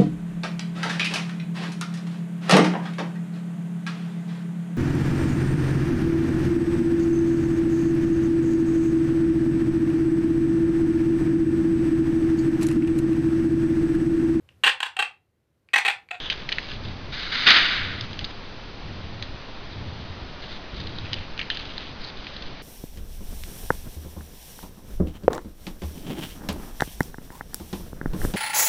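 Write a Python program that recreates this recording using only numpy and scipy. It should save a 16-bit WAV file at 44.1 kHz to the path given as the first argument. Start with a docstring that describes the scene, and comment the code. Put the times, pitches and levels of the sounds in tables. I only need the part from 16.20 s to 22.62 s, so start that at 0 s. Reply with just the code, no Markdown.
"""A quiet room, at a table: hands fold a small sheet of foil-backed paper near a dull little microphone.
Stick-slip friction makes the sheet scuff as it is turned and lifted, and its facets buckle with a snap.
A fingertip flattens a crease in one loud crackling stroke, driving the resonances of the sheet.
Under it lie a steady hiss, soft bumps and a low drone that swells about once a second."""
import sys
import numpy as np
from scipy import signal
from scipy.fft import rfft, irfft, next_fast_len
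from scipy.io import wavfile
from scipy.ndimage import uniform_filter1d

SR = 44100
rng = np.random.default_rng(int(sys.argv[2]) if len(sys.argv) > 2 else 0)


def put_to_file(sound):
    """Save the sound as 16-bit audio at rate SR, in the file named by the first command-line argument."""
    columns = np.atleast_2d(sound).T  # one column per channel
    safe = np.clip(columns, -1, 1)
    whole_steps = np.round(safe * 32767)
    wavfile.write(sys.argv[1], SR, whole_steps.astype(np.int16))


N = 283210
TIME = np.arange(N) / SR

# Levels in the tables are relative: each source applies its own further gain.
# spectrum of the background noise: frequency_hz, gain_db
ROOM_SPECTRUM = [(10, 25.5), (30, 18), (70, 12.5), (170, 10), (500, 4), (1000, 1.5), (2000, -2),
                 (4000, -2.5), (5000, -6.5), (5600, -1), (6500, -16)]
# slides of the sheet under the fingers: start_s, length_s, level_db, fade_db, pitch_hz, width_hz
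SLIDES = [ (0.0, 0.13, -31.5, 6, 3300, 600), (0.12, 0.13, -36.5, 10, 2900, 2400),
          (0.293, 0.27, -38.5, 1.5, 3400, 2160), (0.63, 0.088, -41, 6, 3670, 1600),
          (1.82, 0.29, -45.5, -1, 3200, 3000), (3.505, 0.67, -53.5, 5, 3800, 1210),
          (4.215, 0.16, -41.5, 3, 3700, 1500), (4.52, 0.3, -42, 6.5, 3730, 1100),
          (4.821, 0.23, -42, -1, 2820, 1400), (5.196, 0.091, -32.5, 15.5, 2270, 447),
          (5.316, 0.4, -37, 8.5, 3314, 1500), (5.806, 0.096, -40.5, 0, 4300, 1100),
          (5.965, 0.32, -44.5, 3.5, 3650, 1710)]
# spectrum of the papery friction hiss: frequency_hz, gain_db
FRICTION_SPECTRUM = [(300, -21.5), (900, -3), (1700, 8.5), (4200, 2), (6500, 2)]
# large facets of the foil buckling: start_s, level_db, pitch_hz, width_hz, decay_s
LARGE_FACETS = [ (0.1, -13, 3200, 990, 0.012), (0.2905, -16, 2600, 3000, 0.0027),
                (0.3195, -18.5, 2880, 1600, 0.0022), (0.325, -12.5, 2900, 1600, 0.0018),
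                (0.384, -13.5, 2050, 1400, 0.00073), (0.5166, -24, 2900, 2200, 0.0022),
                (1.2865, -9, 1900, 2200, .0013), (1.3057, 1, 2300, 2000, 0.0011),
                (1.81, -17.5, 4360, 1400, .0015), (1.931, -28, 3900, 1500, .002),
                (1.991, -20, 3400, 1400, .0013), (2.0437, -19, 4050, 1200, 0.00068),
                (2.048, -18.5, 4400, 1200, 0.0014), (3.025, -20, 3900, 1400, 0.00082),
                (4.6023, -26, 3950, 700, .0015), (4.67, -29, 3900, 1000, .003),
                (4.785, -26.5, 3750, 900, 0.0023), (4.9313, -15, 3260, 2180, 0.0023),
                (4.9404, -20, 3700, 1490, 0.0016), (5.1776, -25, 2800, 1300, .0008),
                (5.1924, -16.5, 2530, 1200, .0013), (5.213, -21, 2750, 700, .003),
                (5.3018, -12.5, 3020, 380, 0.00047), (5.3718, -19.5, 4130, 1100, 0.0012),
                (5.58, -20.5, 4200, 1000, 0.0018), (6.0684, -26, 2650, 500, 0.0014),
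                (6.1645, -30.5, 3970, 805, .004), (6.2225, -28, 3600, 1620, 0.0044)]
# spectral weighting of every snap: frequency_hz, gain_db
SNAP_SPECTRUM = [(300, -16), (900, -8.5), (1700, 2.5), (3000, 4), (4300, 0), (6500, -2)]
# swells of the drone: start_s, length_s, level_db
DRONE_SWELLS = [(0.55, 0.37, -33), (1.59, 0.44, -34), (2.644, 0.47, -36.5), (3.549, 0.48, -34.5),
                (4.554, 0.43, -33.5)]
# resonances of the drone: pitch_hz, width_hz, gain_db
DRONE_RESONANCES = [(85.7, 18.6, 2), (109, 23.5, 0.5), (186, 87, -10), (305, 225, -19.5)]
# fingertip pushes on the crease (light, firmer, hard): start_s, length_s, level_db, fade_db, treble_db
FINGER_PUSHES = [(0.917, 0.193, -34.5, 0.5, -6.5), (1.114, 0.145, -26, 0, -9),
                 (1.26, 0.59, -9, 31.5, -13.5)]
# resonances of the sheet pressed on the table: pitch_hz, width_hz, gain_db, growth_db_per_push_db
SHEET_RESONANCES = [(232, 183, -12, 0), (790, 470, -12.5, 0.3), (1582, 485, -1.5, -0.08), (2120, 620, 0, 0),
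                    (2920, 480, -3, 0), (3550, 630, -2, 0), (4200, 670, -8.5, 0.7)]
# frequency response of the microphone: frequency_hz, gain_db
MICROPHONE_RESPONSE = [(4600, -0.5), (5050, -2), (5550, -18), (6000, -8), (6300, -12), (6700, -17.5),
                       (7100, -36)]


def undb(db):
    """The decibel scale: 20 dB is a tenfold amplitude."""
    return 10 ** (np.asarray(db) / 20)


def unit(x):
    """Normalisation to an rms of one."""
    return x / np.sqrt(np.mean(x ** 2))


def add(track, start_s, sound):
    """Superposition: a sound sums into the track from start_s on."""
    start = max(int(start_s * SR), 0)
    track[start:start + len(sound)] += sound[:N - start]


def colour(x, spectrum):
    """Minimum-phase filtering: folding the cepstrum of a gain curve makes it causal."""
    size = 2 * next_fast_len(len(x))
    hz, db = np.transpose(spectrum)
    freqs = np.maximum(np.arange(size // 2 + 1) * SR / size, 1)
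    gain = undb(np.interp(np.log(freqs), np.log(hz), db))
    cepstrum = irfft(np.log(gain))
    cepstrum[1:size // 2] *= 2
    cepstrum[size // 2 + 1:] = 0
    return irfft(rfft(x, size) * np.exp(rfft(cepstrum)))[:len(x)]


def ring(x, pitch_hz, width_hz):
    """Second-order resonance, with a gain of one at its centre."""
    return signal.lfilter(*signal.iirpeak(pitch_hz, pitch_hz / width_hz, fs=SR), x)


def steep_ring(x, pitch_hz, width_hz):
    """Resonators in cascade: two wider ones give the same bandwidth with steeper skirts."""
    wider_hz = width_hz / np.sqrt(np.sqrt(2) - 1)
    return ring(ring(x, pitch_hz, wider_hz), pitch_hz, wider_hz)


def flicker(rate_hz):
    """Random modulation: a line through rate_hz random values a second, at unit rms."""
    knots = rng.standard_normal(N // 64)
    return unit(np.interp(TIME * rate_hz, np.arange(len(knots)), knots))


def slips(rate_hz, spread_db):
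    """Stick-slip friction as a Poisson train of impulses: mostly small, a few large."""
    happens = rng.random(N) < rate_hz / SR
    force = undb(spread_db * np.minimum(rng.exponential(size=N), 5))
    return happens * force * rng.choice([-1, 1], N)


def stroke(length_s, fade_db, edge_s):
    """Exponential decay by fade_db over length_s, with a linear attack and release."""
    t = np.arange(int((length_s + edge_s) * SR)) / SR
    edges = np.clip(np.minimum(t, t[-1] - t) / edge_s, 0, 1)
    return edges * undb(-fade_db * t / length_s)


def room_noise(level_db=-36):
    """Stationary broadband noise: a steady hiss over a soft rumble."""
    return undb(level_db) * unit(colour(rng.standard_normal(N), ROOM_SPECTRUM))


def scuffs(hiss_db=2.0, flicker_db=2.74):
    """Sliding friction: slips excite a resonance of the free part of the sheet, over a papery hiss."""
    out = np.zeros(N)
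    force = slips(rate_hz=1800, spread_db=2.5)
    hiss = unit(colour(force, FRICTION_SPECTRUM))
    for start_s, length_s, level_db, fade_db, pitch_hz, width_hz in SLIDES:
        envelope = undb(level_db) * stroke(length_s, fade_db, edge_s=0.0052)
        start = int(start_s * SR)
        span = slice(start, start + len(envelope))
        ringing = unit(steep_ring(force[span], pitch_hz, width_hz))
        add(out, start_s, envelope * unit(ringing + undb(hiss_db) * hiss[span]))
    # the fingers catch and slip, so the sliding is never even
    return out * undb(flicker_db * flicker(rate_hz=70) + 0.54)


def small_facets(chances=130, above_slide_db=5, width_hz=800, decay_s=0.0017):
    """Random buckling during slides: rows like LARGE_FACETS whose level follows the slide's."""
    moments = (np.arange(chances) + rng.random(chances)) / chances * TIME[-1]
    rows = []
    for moment_s, (level_scatter, pitch_scatter) in zip(moments, rng.standard_normal((chances, 2))):
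        for start_s, length_s, level_db, fade_db, *_ in SLIDES:
            if start_s < moment_s < start_s + length_s:
                slide_db = level_db - fade_db * (moment_s - start_s) / length_s
                snap_db = slide_db + above_slide_db - 0.5 * level_scatter
                pitch_hz = 3860 + 400 * pitch_scatter
                rows.append((moment_s, snap_db, pitch_hz, width_hz, decay_s))
    return rows


def crinkles(flutter_s=0.007, room_decay_s=0.059, gain_db=-2.5):
    """Snap-through buckling: a facet rings briefly, its neighbours settle, the room answers faintly."""
    out = np.zeros(N)
    t = np.arange(SR // 6) / SR
    tail = undb(-18) * np.exp(-t / flutter_s) + undb(-31) * np.exp(-t / room_decay_s)
    for start_s, level_db, pitch_hz, width_hz, decay_s in list(LARGE_FACETS) + small_facets():
        force = rng.standard_normal(len(t)) * (np.exp(-t / decay_s) + tail)
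        force[0] += 1.5  # the opening click
        paper_body = undb(-14) * steep_ring(force, pitch_hz=1890, width_hz=530)
        foil_edge = undb(-11) * steep_ring(force, pitch_hz=4000, width_hz=250)
        snap = colour(ring(force, pitch_hz, width_hz) + paper_body + foil_edge, SNAP_SPECTRUM)
        peak_rms = np.sqrt(uniform_filter1d(snap ** 2, size=88).max())  # the loudest 2 ms
        add(out, start_s, undb(level_db) * snap / peak_rms)
    return undb(gain_db) * out


def bumps(level_db=-36, lead_s=0.032):
    """Gated low-frequency noise: a dull thud just before each swell starts and just before it ends."""
    envelope = np.zeros(N)
    thud = undb(level_db) * stroke(length_s=0.067, fade_db=2.5, edge_s=0.012)
    for start_s, length_s, _ in DRONE_SWELLS:
        add(envelope, start_s - lead_s, thud)
        add(envelope, start_s + length_s - lead_s, thud)
    return envelope * unit(steep_ring(rng.standard_normal(N), pitch_hz=45, width_hz=55))


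def drone():
    """Amplitude modulation of narrow-band noise: a rough drone near 100 Hz swells and sinks."""
    rumble = sum(undb(gain_db) * steep_ring(rng.standard_normal(N), pitch_hz, width_hz)
                 for pitch_hz, width_hz, gain_db in DRONE_RESONANCES)
    envelope = np.zeros(N)
    for start_s, length_s, level_db in DRONE_SWELLS:
        add(envelope, start_s, undb(level_db) * stroke(length_s, fade_db=6, edge_s=0.05))
    return unit(rumble) * envelope


def crease(push_floor_db=-40, crossover_hz=4100, treble_lift_db=4.5, flicker_db=1.0, gain_db=-1.0):
    """Modal excitation: fibres and foil yield under the fingertip in a crackle that rings the sheet."""
    push, treble_envelope = np.zeros(N), np.zeros(N)
    for start_s, length_s, level_db, fade_db, treble_db in FINGER_PUSHES:
        envelope = undb(level_db) * stroke(length_s, fade_db, edge_s=0.013)
        add(push, start_s, envelope)
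        add(treble_envelope, start_s, undb(treble_db) * envelope)
    push_db = 20 * np.log10(np.maximum(push, undb(push_floor_db)))
    push_db -= push_db.max()
    shared_slips = slips(rate_hz=3400, spread_db=0.5)
    sheet = np.zeros(N)
    for pitch_hz, width_hz, mode_db, growth in SHEET_RESONANCES:
        # each mode is also driven by slips of its own; a hard push shifts the balance of the modes
        force = shared_slips + slips(rate_hz=3000, spread_db=2.0)
        sheet += undb(mode_db + growth * push_db) * steep_ring(force, pitch_hz, width_hz)
    dull = signal.sosfiltfilt(signal.butter(4, crossover_hz, fs=SR, output="sos"), sheet)
    bright = sheet - dull
    crackle = push * unit(dull) + undb(treble_lift_db) * treble_envelope * unit(bright)
    return crackle * undb(flicker_db * flicker(rate_hz=90) + gain_db)


def scene():
    """Linear superposition of all the sources at the table, in one channel."""
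    return (crease() + scuffs() + drone() + bumps() + room_noise() + crinkles())[None]


def record(dry):
    """Band limiting and saturation: the microphone dips above 5 kHz; the recorder clips and low-passes."""
    heard = colour(dry[0], MICROPHONE_RESPONSE)
    clipped = np.clip(heard, -0.9, 0.9)
    cutoff_hz = 7100
    low_pass = signal.ellip(8, 0.05, 50, cutoff_hz, fs=SR, output="sos")
    return signal.sosfiltfilt(low_pass, clipped)[None]


dry = scene()
out = record(dry)
put_to_file(out)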